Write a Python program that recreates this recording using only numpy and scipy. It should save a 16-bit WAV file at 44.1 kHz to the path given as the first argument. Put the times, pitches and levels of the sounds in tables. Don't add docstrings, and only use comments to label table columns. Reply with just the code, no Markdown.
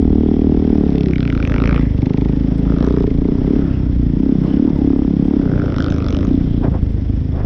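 import sys
import numpy as np
from scipy import signal
from scipy.fft import rfft, irfft
from scipy.io import wavfile
from scipy.ndimage import uniform_filter1d, minimum_filter1d

SR = 44100
rng = np.random.default_rng(int(sys.argv[2]) if len(sys.argv) > 2 else 0)


def transcribe(signal):
    frames = np.atleast_2d(signal).T
    limited = np.clip(frames, -1, 1)
    pcm = np.round(limited * 32767).astype(np.int16)
    wavfile.write(sys.argv[1], SR, pcm)


N = 328545
TIME = np.arange(N) / SR

# t/s, firing rate/Hz
ENGINE_SPEED = [(0.0, 38.97), (0.27, 37.72), (0.52, 39.18), (0.7, 38.2), (1.24, 30.23), (1.42, 26.55),
                (1.58, 28.62), (1.8, 28.0), (1.98, 23.83), (2.08, 26.19), (2.65, 27.3), (2.93, 30.75),
                (3.11, 27.43), (3.39, 31.44), (3.53, 35.47), (4.13, 27.98), (4.25, 33.92), (4.45, 30.89),
                (4.65, 38.52), (4.75, 34.74), (5.19, 34.09), (5.33, 36.25), (5.41, 31.08), (6.15, 25.63),
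                (6.29, 30.84), (6.63, 29.03), (6.83, 26.01), (7.45, 25.78)]
# t/s, level/dB
THROTTLE = [(0, -18), (.81, -18.5), (1.43, -24), (1.55, -22.5), (1.82, -19.5), (1.95, -26.5), (2.04, -19.5),
            (2.62, -20), (2.86, -18.5), (3.14, -20.5), (3.28, -16), (3.39, -24), (3.49, -17), (3.63, -19),
            (3.74, -26.5), (4.05, -22), (4.28, -15), (4.4, -21), (4.66, -15.5), (4.74, -22.5), (4.86, -13),
            (5.18, -20.5), (5.35, -15.5), (5.47, -22), (6.2, -26), (6.32, -13), (6.43, -22.5),
            (6.67, -21.5), (6.77, -34.5), (7.17, -27), (7.45, -36.5)]
# f/Hz, width/Hz, gain/dB
MUFFLER_MODES = [(259.3, 87, 0.28), (399.7, 110, -2.5), (1100, 890, -38.5)]
# t/s, boom/dB, body/dB, bark/dB
MUFFLER_TONE = [(0, -15.5, -17, -24), (.9, -17, -16.5, -21.5), (1.3, -19, -19.5, -30),
                (1.65, -13, -18, -29.5), (1.92, -16.5, -17.5, -36), (2.07, -21, -18.5, -24.5),
                (2.24, -15, -18.5, -23.5), (2.55, -17, -18.5, -41), (2.8, -15, -19.5, -31),
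                (2.87, -15, -18.5, -18.5), (3.05, -20.5, -22, -16), (3.15, -17.5, -21, -27),
                (3.3, -20.5, -20, -24), (3.55, -21.5, -18.5, -23.5), (3.95, -15, -20, -47.5),
                (4.35, -28, -17, -30.5), (4.65, -20.5, -16, -34), (4.9, -16.5, -25, -36.5),
                (5.18, -26, -16, -30), (5.45, -25, -18.5, -35.5), (6.2, -14, -21, -46.5),
                (6.65, -23.5, -17, -41), (7.45, -17.5, -17, -38.5)]
# t/s, f/Hz
BOOM_PITCH = [(0, 69.4), (.9, 65.4), (1.6, 55.3), (2.5, 54.9), (3.3, 59.8), (4.1, 59.6), (5.0, 66),
              (5.7, 66), (6.3, 70.4), (6.9, 62), (7.45, 61.5)]
# t/s, f/Hz, level against the bark/dB
NASAL_OVERTONE = [(0, 742, -17.5), (1.0, 730, -17.5), (2.1, 825, -16), (2.5, 836, -22), (2.85, 650, -19.5),
                  (3.3, 660, -25.5), (4.2, 700, -19.5), (4.9, 720, -12)]
# f/Hz, level/dB
GAS_COLOUR = [(50, -10), (100, -12), (270, 4.5), (400, -4.5), (550, -16.5), (900, -39)]
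# t/s, level/dB
SNAP_LEVEL = [(0, -50.5), (.8, -50), (1.2, -63), (1.95, -53), (2.1, -41), (2.25, -43.5), (2.5, -72),
              (2.85, -34), (3.04, -38), (3.12, -58), (3.25, -39.5), (3.8, -66.5), (4.27, -50), (4.4, -64),
              (4.7, -47), (4.8, -60), (4.9, -39), (5.04, -41.5), (5.2, -57), (5.33, -40), (5.5, -62),
              (7.45, -67)]
# f/Hz, width/Hz, gain/dB
SNAP_MODES = [(893, 330, -5.5), (1250, 310, -12), (2100, 1500, -26)]
# f/Hz, level/dB
INTAKE_COLOUR = [(900, -9), (1400, -6.5), (2100, 8), (2900, -1.5), (3700, -0.5), (4500, -6.5), (5600, -13),
                 (6500, -17.5), (7500, -30.5), (11000, -49.5)]

# t/s, stroke rate/Hz
BURST_SPEED_A = [(0.8523, 38.52), (1.03, 38.51), (1.2, 42.9), (1.4, 38.8), (1.5, 44.52), (1.62, 53.48),
                 (1.786, 61.0), (1.87, 60.0)]
BURST_SPEED_B = [(2.6525, 42.2), (2.75, 46.8), (2.8, 48.0), (2.85, 50.8), (3.036, 50.4)]
BURST_SPEED_C = [(5.3944, 49.35), (5.55, 49.12), (5.7, 47.73), (5.85, 50.97), (6.0, 49.19), (6.15, 48.08),
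                 (6.258, 49.56), (6.36, 47.0)]
# t/s, ring f/Hz, thump/dB, ring/dB, middle/dB, high/dB
PIPE_CURVES = [
    [(.85, 1500, -59, -72, -62, -57), (.93, 1490, -56, -56, -45, -53.5),
     (1.06, 1480, -48.5, -50, -32, -45.5), (1.11, 1460, -55.5, -42, -39, -52),
     (1.135, 1440, -57, -42, -27.5, -54.5), (1.19, 1440, -53, -40.5, -25.5, -47),
     (1.26, 1460, -43, -37.5, -24, -47), (1.36, 1410, -56, -34.5, -33, -55),
     (1.43, 1370, -37.5, -37.5, -27.5, -44.5), (1.56, 1400, -30.5, -33, -27, -51),
     (1.68, 1280, -34.5, -29.5, -29, -43.5), (1.77, 1260, -35, -31, -29.5, -52.5),
     (1.87, 1240, -50, -56, -52, -65)],
    [(2.65, 1390, -43, -43, -45, -65), (2.72, 1300, -34.5, -36, -48, -62),
     (2.76, 1300, -36.5, -41, -48, -61), (2.82, 1290, -29.5, -34, -44, -49),
     (2.88, 1230, -47, -42.5, -50, -55), (3.03, 1210, -48, -41, -57, -53)],
    [(5.4, 1400, -38, -48, -76, -70), (5.58, 1470, -32, -37, -59, -64), (5.7, 1430, -33.5, -40, -45, -56),
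     (5.79, 1450, -38.5, -32.5, -41.5, -40.5), (5.92, 1350, -34.5, -35, -42.5, -47),
     (5.99, 1340, -39, -36, -35.5, -54), (6.16, 1320, -34, -36.5, -44, -41),
     (6.23, 1190, -35.5, -36.5, -39, -52.5), (6.28, 1200, -42.5, -50.5, -45, -58),
     (6.35, 1200, -55, -59, -61.5, -58)],
]
# echo off the snow/dB, low knock/dB, top sizzle/dB
BURST_TRIMS = [(-21, 1, -3), (-21.5, -0.5, 1), (-12.5, -2, 2.5)]
# f/Hz, width/Hz, gain/dB
THUMP_MODES = [(405, 220, -3), (538, 260, -3)]
# f/Hz, width/Hz, gain/dB
CRACK_MODES = [(760, 530, -7), (1460, 810, -4.5), (2274, 1050, -8.5), (3400, 1640, 2), (5320, 1200, -6)]
# t/s, stroke rate/Hz
IDLE_SPEED = [(6.0, 46), (6.36, 49.5), (6.8, 48), (7.45, 48.5)]
# t/s, level/dB
PUTTER_LEVEL = [(6.0, -35), (6.22, -28), (6.45, -31), (6.7, -28), (7.0, -29.5), (7.45, -24.5)]
# f/Hz, width/Hz, gain/dB
PUTTER_MODES = [(54.7, 53, -1.5), (104, 44, -2), (150, 70, -6.5)]

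# t/s, f/Hz, level/dB
HOOT_GLIDE = [(.88, 468, -47.5), (.95, 434, -27), (1.0, 430, -23.5), (1.05, 388, -23.5), (1.1, 362, -16),
              (1.18, 330, -49)]
# t/s, f/Hz, level/dB
SQUEAL_GLIDE = [(4.745, 960, -74), (4.768, 923, -33), (4.79, 840, -46), (4.81, 844, -35),
                (4.835, 796, -40.5), (4.86, 800, -72)]

# t/s, relative level/dB
SNOW_DRAG = [(0, -49.5), (.8, -40), (1.15, -46), (1.65, -39.5), (1.95, -47), (2.4, -43.5), (2.75, -40.5),
             (3.2, -48.5), (3.55, -39), (4.0, -50), (4.38, -43), (4.48, -36.5), (4.62, -44.5),
             (4.75, -42.5), (5.0, -46.5), (5.5, -40.5), (6.2, -41.5), (6.9, -51), (7.45, -51.5)]
# f/Hz, level/dB
CHURN_COLOUR = [(250, -7.5), (420, 13.5), (600, 8.5), (900, -1.5), (1400, -7.5), (2000, -17.5),
                (3000, -32.5), (5000, -50.5)]
SPRAY_COLOUR = [(900, -21), (1400, 2.5), (1700, 3), (2000, 5), (2400, -0.5), (2900, -1), (3400, 2.5),
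                (3900, -6.5), (4400, -8.5), (5400, -2.5), (6200, -17), (7200, -30.5), (9000, -29.5),
                (12000, -56.5)]
# t/s, length/s, relative level/dB
SKI_SHOVES = [(6.648, 0.028, -26), (6.681, 0.019, -28.5), (6.753, 0.036, -30.5), (7.359, 0.036, -33.5),
              (7.419, 0.054, -32.5)]
# f/Hz, level/dB
CRUNCH_COLOUR = [(200, 9), (450, 11), (1000, 0), (1700, -10.5), (2600, -23.5), (5000, -44)]
# t/s, half-length/s, f/Hz, half-width/octaves, level/dB
SNOW_BRUSHES = [(0.272, 0.3, 3270, 0.52, -57.5), (1.791, 0.11, 2020, 0.88, -42),
                (1.93, .09, 12000, .6, -72), (2.851, 0.039, 1030, 2, -40.5),
                (3.643, 0.21, 1365, 1.4, -47.5), (3.744, 0.064, 2700, 0.66, -54),
                (4.475, 0.054, 1000, 1.7, -43), (4.477, 0.034, 3960, 1.1, -59.5),
                (4.479, 0.041, 8600, .6, -78), (4.547, .05, 1480, 1.1, -50),
                (4.527, 0.062, 3000, .4, -50.5), (4.683, 0.028, 900, 1.4, -41),
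                (5.24, .06, 8600, .6, -73.5), (6.532, 0.12, 3300, 0.83, -53.5)]
# t/s, relative level/dB
CRUMB_HITS = [(2.5805, -52), (3.5279, -61), (4.4408, -55), (4.781, -55), (4.9776, -55), (5.2494, -56),
              (6.7106, -57), (7.145, -57)]
# f/Hz, level/dB
TICK_COLOUR = [(4000, -7), (8500, 4), (11000, -9), (14000, -19)]
# t/s, level/dB
WIND_LEVEL = [(0, -18), (1.2, -24), (1.6, -24), (2.5, -25.5), (3.4, -19.5), (4.3, -22), (5.2, -22.5),
              (5.8, -21.5), (6.6, -21.5), (7.45, -24)]
# f/Hz, level/dB
WIND_COLOUR = [(15, -7), (27, -1.5), (50, -1), (100, -8.5), (200, -7.5), (400, -28)]

CRUISE_DB, CRUISE_PER_S, USUAL_DRAG_DB = -18.5, 25.8, -44.5


def engine():
    times, _ = firings(ENGINE_SPEED)
    per_s, = read(ENGINE_SPEED, times)
    boom, body, ring, bark, body_hz = muffler(times)
    boom_hz, = read(BOOM_PITCH, times)
    nasal_hz, nasal_db = read(NASAL_OVERTONE, times)
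    (ring_hz, ring_width_hz, ring_db), *barks = MUFFLER_MODES
    revs = per_s / CRUISE_PER_S
    modes = [(boom_hz, 39, -5), (body_hz, 125.6, 0),   # f/Hz, width/Hz, gain/dB
             (ring_hz * revs ** .16, ring_width_hz * revs[:, None] ** .75, ring_db),
             (172, 60, -10.5),
             (nasal_hz, 280, nasal_db)] + barks
    uneven_db = .77 * 2 ** ((CRUISE_DB - ring) / 8)
    spectra = resonances(modes, [boom, body, ring, ring, bark, bark, bark], per_s, uneven_db, wander=.009)
    thuds = place(times + rng.normal(0, .00005, len(times)), -causal(spectra))
    strain_db = read(SNOW_DRAG, TIME)[0] - USUAL_DRAG_DB
    extra_per_s = read(ENGINE_SPEED, TIME)[0] - CRUISE_PER_S
    gas_db = -27 + .84 * strain_db - .3 * extra_per_s
    return lag_lows(thuds, corner_hz=120) + from_db(gas_db) * noise(GAS_COLOUR)


def muffler(when):
    ring, = read(THROTTLE, when)
    per_s, = read(ENGINE_SPEED, when)
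    boom, body, bark = read(MUFFLER_TONE, when)
    push_db = ring - CRUISE_DB
    body_hz = 154 * (per_s / CRUISE_PER_S) ** .83 * 2 ** (.1273 * push_db)
    return boom - .038 * push_db, body + .095 * push_db, ring, bark + 1.7 * push_db, body_hz


def snap(lead_s=.001):
    times, _ = firings(ENGINE_SPEED)
    per_s, = read(ENGINE_SPEED, times)
    db, = read(SNAP_LEVEL, times)
    spectra = resonances(SNAP_MODES, [db] * len(SNAP_MODES), per_s, rough_db=1.2, wander=.02)
    return place(times - lead_s, causal(spectra))


def intake(max_loss_db=18):
    _, turns = firings(ENGINE_SPEED)
    _, _, _, bark_db, _ = muffler(TIME)
    extra_per_s = read(ENGINE_SPEED, TIME)[0] - CRUISE_PER_S
    db = bark_db - 18.5 - np.minimum(4 * extra_per_s, max_loss_db)
    return from_db(db) * noise(INTAKE_COLOUR) * once_a_turn(turns, at=.82, sharpness=7.6)


def crackle(speed, pipe_curve, trims, bounce_s=.0102):
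    times, _ = firings(speed)
    per_s, = read(speed, times)
    ring_hz, thump, ring, middle, high = read(pipe_curve, times)
    bounce_db, knock_db, sizzle_db = trims
    tone_modes = THUMP_MODES + [(ring_hz, 424, -1.5)]
    tone_levels = [thump + 2.5, thump + 2.5, ring]
    tones = causal(resonances(tone_modes, tone_levels, per_s, rough_db=1.8, wander=.03))
    bounce = from_db(bounce_db) * place(times + bounce_s, tones)
    crack_levels = [thump + knock_db, ring, middle, high, high + sizzle_db]
    colour = ripple(len(times))
    cracks = causal(colour * resonances(CRACK_MODES, crack_levels, per_s, rough_db=1.6, wander=.045))
    return place(times, tones) + bounce + place(times, scatter(cracks))


def ripple(count, spacing_hz=380, depth_db=5.5, size=4096):
    grid = np.fft.rfftfreq(size, 1 / SR) / spacing_hz
    knots = uniform_filter1d(rng.standard_normal((count, 200)), size=2, axis=0)
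    curves = rms_one(np.array([np.interp(grid, np.arange(len(row)), row) for row in knots]))
    return rms_one(from_db(depth_db * np.tanh(curves)))


def scatter(cracks, decay_s=.002, scatter_db=-7.5):
    age = np.arange(cracks.shape[1]) / SR
    echoes = rng.standard_normal(cracks.shape) * np.exp(-age / decay_s)
    echoes = uniform_filter1d(echoes, size=3, axis=0)
    echoes *= from_db(scatter_db) / np.linalg.norm(echoes, axis=1, keepdims=True)
    echoes[:, 0] = 1
    echoes /= np.linalg.norm(echoes, axis=1, keepdims=True)
    return signal.fftconvolve(cracks, echoes, axes=1)


def putter():
    times, _ = firings(IDLE_SPEED)
    per_s, = read(IDLE_SPEED, times)
    db, = read(PUTTER_LEVEL, times)
    spectra = resonances(PUTTER_MODES, [db] * len(PUTTER_MODES), per_s, rough_db=3.5, wander=.04)
    return place(times, causal(spectra))


def sliding_tone(glide):
    hz, db = read(glide, TIME)
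    sounding = (TIME > glide[0][0]) & (TIME < glide[-1][0])
    return sounding * from_db(db) * np.sin(2 * np.pi * np.cumsum(hz) / SR)


def track():
    _, turns = firings(ENGINE_SPEED)
    drag_db, = read(SNOW_DRAG, TIME)
    hiss_db = -49.5 + .38 * (drag_db - USUAL_DRAG_DB)
    churn = from_db(drag_db + 5.5 + 1.5 * drift(40)) * noise(CHURN_COLOUR)
    churn *= once_a_turn(turns, at=.014, sharpness=.27)
    spray = from_db(hiss_db + drift(60)) * noise(SPRAY_COLOUR)
    spray *= once_a_turn(turns, at=.89, sharpness=.22)
    return churn + spray


def skis():
    push = sum(from_db(db) * np.exp(-2 * ((TIME - s) / length) ** 2) for s, length, db in SKI_SHOVES)
    return push * noise(CRUNCH_COLOUR) * from_db(3 + 2.7 * drift(120))


def brushes():
    out = 0
    for s, half_length, hz, octaves, db in SNOW_BRUSHES:
        swell = from_db(db + 4.1 * drift(150)) * np.exp(-((TIME - s) / half_length) ** 2)
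        out = out + swell * noise([(hz / 2 ** octaves, -26), (hz, 0), (hz * 2 ** octaves, -30)])
    return out


def crumbs(decay_s=.003, gain_db=-3.5):
    ticks = sum(from_db(db + gain_db) * (TIME >= s) * np.exp(-np.abs(TIME - s) / decay_s)
                for s, db in CRUMB_HITS)
    return ticks * noise(TICK_COLOUR)


def wind():
    db, = read(WIND_LEVEL, TIME)
    return from_db(db + drift(3.1)) * noise(WIND_COLOUR)


def firings(speed):
    s, per_s = np.transpose(speed)
    when = np.arange(s[0], s[-1], 1 / SR)
    turns = np.cumsum(np.interp(when, s, per_s)) / SR
    return np.interp(np.arange(turns[-1]), turns, when), np.interp(TIME, when, turns)


def once_a_turn(turns, at, sharpness):
    return rms_one(np.exp(sharpness * np.cos(2 * np.pi * (turns - at))))


def resonances(modes, levels_db, per_s, rough_db, wander, size=4096):
    grid = np.maximum(np.fft.rfftfreq(size, 1 / SR), 1)
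    power = 0
    for (hz, width_hz, db), level_db in zip(modes, levels_db):
        level_chance, pitch_chance = rng.standard_normal((len(per_s), 2)).T
        centre = (hz * np.exp(wander * pitch_chance))[:, None]
        shape = (1 + ((grid - centre ** 2 / grid) / width_hz) ** 2) ** -3
        energy = from_db(level_db + db + rough_db * level_chance) ** 2 * SR / per_s
        power = power + shape * (energy / shape.mean(axis=1))[:, None]
    return np.sqrt(power)


def causal(magnitudes):
    cepstrum = irfft(np.log(magnitudes + 1e-5 * magnitudes.max()))
    half = cepstrum.shape[1] // 2
    cepstrum[:, 1:half] *= 2
    cepstrum[:, half + 1:] = 0
    return irfft(np.exp(rfft(cepstrum)))


def place(times, pulses):
    out = np.zeros(N + SR)
    starts = (np.clip(times, 0, N / SR) * SR).astype(int)
    for at, pulse in zip(starts, pulses):
        out[at:at + len(pulse)] += pulse
    return out[:N]


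def lag_lows(x, corner_hz):
    pole = np.exp(-2 * np.pi * corner_hz / SR)
    return signal.lfilter([pole, -1], [1, -pole], x)


def noise(colour):
    hz, db = np.transpose(colour)
    grid = np.maximum(np.fft.rfftfreq(N, 1 / SR), 1)
    gain = from_db(np.interp(np.log(grid), np.log(hz), db))
    skirts = np.minimum(grid / hz[0], 1) ** 2 * np.minimum(hz[-1] / grid, 1) ** 2
    return rms_one(irfft(rfft(rng.standard_normal(N)) * gain * skirts, N))


def drift(per_s):
    knots = rng.standard_normal(1000)
    return np.interp(TIME * per_s, np.arange(len(knots)), knots)


def read(rows, when):
    s, *columns = np.transpose(rows)
    return [np.interp(when, s, column) for column in columns]


def from_db(db):
    return 10 ** (np.asarray(db) / 20)


def rms_one(x):
    return x / np.sqrt(np.mean(x ** 2) + 1e-20)


def scene():
    speeds = [BURST_SPEED_A, BURST_SPEED_B, BURST_SPEED_C]
    bursts = sum(crackle(*burst) for burst in zip(speeds, PIPE_CURVES, BURST_TRIMS))
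    machines = engine() + snap() + intake() + bursts + putter()
    glides = sliding_tone(HOOT_GLIDE) + sliding_tone(SQUEAL_GLIDE)
    return (machines + glides + track() + skis() + brushes() + crumbs() + wind())[None]


def record(dry):
    ceiling_db, cutoff_hz = -.6, 11500
    allowed = np.minimum(1, from_db(ceiling_db) / (np.abs(dry) + 1e-9))
    gain = uniform_filter1d(minimum_filter1d(allowed, size=900), size=900)
    return signal.sosfilt(signal.butter(10, cutoff_hz, fs=SR, output="sos"), dry * gain)


dry = scene()
out = record(dry)
transcribe(out)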